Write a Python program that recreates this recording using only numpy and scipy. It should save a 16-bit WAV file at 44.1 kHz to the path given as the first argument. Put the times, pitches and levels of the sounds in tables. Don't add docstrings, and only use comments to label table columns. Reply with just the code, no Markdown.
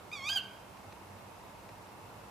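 import sys
import numpy as np
from scipy import signal
from scipy.io import wavfile
from scipy.ndimage import uniform_filter1d

SR = 44100
rng = np.random.default_rng(int(sys.argv[2]) if len(sys.argv) > 2 else 0)


def to_wav(sig):
    pcm = np.clip(np.atleast_2d(sig), -1, 1) * 32767
    pcm = np.round(pcm).astype(np.int16)
    wavfile.write(sys.argv[1], SR, pcm.T)


def elevation(decibels):
    levels = np.asarray(decibels, float)
    return 10 ** (levels / 20)


N = 101430


def rms_one(x):
    return x / np.sqrt(np.mean(x ** 2) + 1e-20)


def in_time(s, values):
    return np.interp(np.arange(N) / SR, s, values)


def at_hz(points, hz):
    points_hz, values = np.array(points).T
    return np.interp(np.log(hz), np.log(points_hz), values)


def drift(rate_hz):
    r = np.exp(-2 * np.pi * rate_hz / SR)
    return rms_one(signal.lfilter([1], [1, -2 * r, r * r], rng.standard_normal(N + SR))[SR:])


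def resonate(x, hz, width_hz):
    r = np.exp(-np.pi * width_hz / SR)
    rise = np.array([1, 0, -1]) * (1 - r * r) / 2
    return signal.lfilter(rise, [1, -2 * r * np.cos(2 * np.pi * hz / SR), r * r], x)


def band(x, low_hz, high_hz):
    return signal.sosfilt(signal.butter(2, [low_hz, high_hz], "band", fs=SR, output="sos"), x)


def lean(left_db):
    return elevation(left_db * np.array([[1], [-1]]))


def spread(shared, apart, alike):
    return np.sqrt(1 + alike) * shared + np.sqrt(1 - alike) * apart * [[1], [-1]]


def owl():
    # time_s, pitch_hz, effort_db, lowest_partial_db, third_partial_and_up_db
    kee = [
        (.117, 1169, -43, -11, -3),
        (.123, 1200, -48, -9, -10),
        (.133, 1246, -38.5, -1, 1.5),
        (.146, 1211, -43.5, -11, -3),
        (.165, 1148, -49, 7, 8),
        (.205, 1069, -44.5, -3.5, -5),
        (.235, 1090, -45.5, 4, 4.8),
        (.268, 1200, -38, 1, 0),
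        (.2895, 1258, -34, -7, 1),
    ]
    # time_s, pitch_hz, effort_db, lowest_partial_db, third_partial_and_up_db
    wick = [
        (.294, 1523, -36, -6, 7.4),
        (.3, 1555, -28, -1.2, -6),
        (.317, 1605, -37, -16, 4.5),
        (.334, 1633, -35, 3.5, 2.5),
        (.348, 1629, -40.5, -3.5, 6.5),
        (.36, 1597, -28, -16, -5.5),
        (.373, 1547, -28, 3.5, -3),
        (.387, 1400, -38, -21, -6),
        (.394, 1328, -44, -13, -13),
    ]
    # multiple_of_pitch, level_db
    kee_partials = [(1, -10.5), (2, -1), (3, -9), (4, -12.5), (5, -16.5), (6, -21), (7, -20)]
    # multiple_of_pitch, level_db
    wick_partials = [(1, -9), (2, -0.5), (3, -8), (4, -20), (5, -25), (.5, -32), (1.5, -28), (2.5, -31.5),
                     (3.5, -31.5)]
    # multiple_of_pitch, multiple_of_second_voice, level_db
    mixing_tones = [(2, 1, -25), (3, 1, -31), (1, 1, -42), (2, 2, -31), (3, 2, -32), (2, 3, -33),
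                    (-2, 1, -26), (3, -1, -28), (-2, 2, -36), (-3, 2, -32), (4, 1, -35.5), (4, 2, -38)]
    # centre_s, half_length_s, rise_db
    rasps = [
        (0.267, 0.0079, 8),
        (0.29, 0.0024, 14),
        (0.37, .01, -19),
    ]
    attack_s, break_s, break_lasts_s = 0.0018, .292, 0.0043
    second_voice_hz, jitter, shimmer_db = 3946, .0009, 1.5
    throat_top_hz, throat_fall_db_per_khz = 7200, 8

    s, hz, effort_db, low_db, bright_db = np.transpose(list(kee) + list(wick))
    pitch = uniform_filter1d(in_time(s, hz), size=40)
    low_db, bright_db = in_time(s, low_db), in_time(s, bright_db)
    phase = 2 * np.pi * np.cumsum(pitch * (1 + jitter * drift(250))) / SR
    second = 2 * np.pi * np.cumsum(second_voice_hz * (1 + 2 * jitter * drift(180))) / SR
    broken = in_time([break_s - break_lasts_s / 2, break_s + break_lasts_s / 2], [0, 1])

    def stack(partials):
        total = 0
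        for k, db in partials:
            k = round(2 * k) / 2
            throat_db = throat_fall_db_per_khz * np.maximum(k * pitch - throat_top_hz, 0) / 1e3
            beak_db = (k == 1) * low_db + (k >= 3) * bright_db
            total = total + elevation(db + shimmer_db * drift(47) + beak_db - throat_db) * np.sin(k * phase)
        return total

    mixing = 0
    for k, m, db in mixing_tones:
        tone = np.sin(round(k) * phase + round(m) * second)
        mixing = mixing + elevation(db + 2 * shimmer_db * drift(65)) * tone

    t = np.arange(N) / SR
    flare_db = sum(db * np.exp(-((t - at) / half) ** 2) for at, half, db in rasps)
    hiss = rms_one(resonate(rng.standard_normal(N), 4960, 10000))
    breath = elevation(-30 + flare_db) * hiss * (1 + np.sin(phase))

    sounding = in_time([s[0] - attack_s, s[0], s[-1], s[-1] + attack_s], [0, 1, 1, 0])
    effort = elevation(uniform_filter1d(in_time(s, effort_db), size=100))
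    voice = (1 - broken) * stack(kee_partials) + broken * (stack(wick_partials) + mixing) + breath
    return sounding * effort * 1.327 * voice


def wood(x):
    # delay_s, level_db, left_lean_db
    echoes = [
        (.0043, -18, -3),
        (0.01, -11.5, -5),
        (.023, -14.5, 1),
        (.078, -21, 0.5),
    ]
    # low_hz, high_hz, level_db, t60_s
    tail_bands = [(1000, 2310, 3, 0.84), (2260, 4400, 3.1, 0.45), (4000, 6200, -3, 0.44),
                  (6300, 15000, -2, .22)]
    tail_rise_s, tail_alike = 0.0028, 0.78
    near = x
    for delay_s, db, left_db in echoes:
        delayed = np.interp(np.arange(N) - delay_s * SR, np.arange(N), x)
        near = near + elevation(db) * lean(left_db) * delayed

    t = np.arange(SR) / SR
    shared, apart = rng.standard_normal((2, SR))
    white = spread(shared, apart, tail_alike) * (1 - np.exp(-t / tail_rise_s))
    tail = 0
    for low_hz, high_hz, db, t60 in tail_bands:
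        dying = elevation(db - 60 * t / t60) / np.sqrt(t60 * SR / 14)
        tail = tail + dying * band(white, low_hz, high_hz)
    tail = tail * elevation(-9.5) * lean(-1.3)
    return near * lean(-1.5) + signal.fftconvolve(x[None], tail, axes=1)[:, :N]


def twigs():
    # start_s, peak_db
    ticks = [
        (0.7724, -48),
        (0.9247, -45.5),
        (1.691, -45.5),
    ]
    # mode_hz, level_db, t60_s
    modes = [(1850, -1, 0.0066), (2530, -2.5, 0.009), (3990, 0, 0.003), (5400, -8, 0.0029)]
    out = np.zeros(N)
    for hz, level_db, t60 in modes:
        clicks = np.zeros(N) + 1e-18
        for s, db in ticks:
            for after_s, loss_db in [(0, -1.5), (.0021, -5.5), (.0046, -7)]:
                clicks[int((s + after_s) * SR)] = elevation(db + level_db + loss_db + rng.normal(0, 1.7))
        r, w = elevation(-60 / (t60 * SR)), 2 * np.pi * hz / SR
        out += signal.lfilter([0, np.sin(w)], [1, -2 * r * np.cos(w), r * r], clicks)
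    return out * lean(-.5)


def hum():
    # line_hz, level_db
    lines = [(98.4, -63.5), (197.3, -67.5), (52, -74)]
    waver_db, waver_hz = 1.2, 2.5
    out = 0
    for hz, db in lines:
        level = elevation(db + waver_db * drift(7.2))
        out = out + level * np.sin(2 * np.pi * np.cumsum(hz + waver_hz * drift(4.5)) / SR)
    return out * lean(-1.4)


def sides(pair, hz):
    # band_hz, likeness (0 to 1)
    likeness = [(25, 1), (60, 1), (180, 0.8), (550, 0.61), (1650, 0.17), (4970, 0.19), (15000, 0.52)]
    # band_hz, difference_db
    left_over_right = [(60, -2.5), (240, -2.5), (950, -2), (3770, 0), (15000, 0.0)]
    alike = np.clip(at_hz(likeness, hz), -1, 1)
    return spread(pair[0], pair[1], alike) * lean(at_hz(left_over_right, hz) / 2)


def night():
    # band_hz, level_db (per Hz)
    floor = [(15, -49), (25, -26.5), (99, -6.5), (160, -6.5), (193, -7), (598, -6.5), (895, -9.5),
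             (1620, -16), (15500, -30.5)]
    # time_s, level_db
    swell = [(0, 1), (.5, 0.46), (1.2, 1.3), (1.7, 1.2), (2.3, 1.8)]
    # centre_hz, width_hz, level_db
    drones = [(100.2, 34, -64.5), (196.5, 12.4, -72.5), (51.3, 18, -74), (872, 470, -58.5),
              (2620, 430, -72), (2166, 90, -75)]
    patchy_db = .5
    white = rng.standard_normal((2, 2, N + SR))
    swell_db = in_time(*np.transpose(swell))
    edges = 22 * 2 ** np.arange(0, 9.6, .5)
    out = 0
    for k, (low, high) in enumerate(zip(edges, edges[1:])):
        pair = band(white[k % 2], low, high)[:, SR:]
        hz = np.sqrt(low * high)
        band_db = at_hz(floor, hz) + patchy_db * drift(16.5) + swell_db * (hz < 2000)
        out = out + elevation(band_db) * sides(pair, hz)
    out = elevation(-53.5) * rms_one(out)
    for hz, width_hz, db in drones:
        noise = rng.standard_normal((2, N + SR))
        pair = resonate(resonate(noise, hz, width_hz), hz, width_hz)[:, SR:]
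        out = out + elevation(db + swell_db) * sides(rms_one(pair), hz) * 0.81
    return out


def scene():
    return wood(owl()) + night() + hum() + twigs()


def roll_off(x):
    return signal.sosfilt(signal.butter(12, 15680, fs=SR, output="sos"), x)


def record(dry):
    mix = signal.sosfilt(signal.cheby2(14, 60, 15900, fs=SR, output="sos"), dry)
    return roll_off(mix)


dry = scene()
out = record(dry)
to_wav(out)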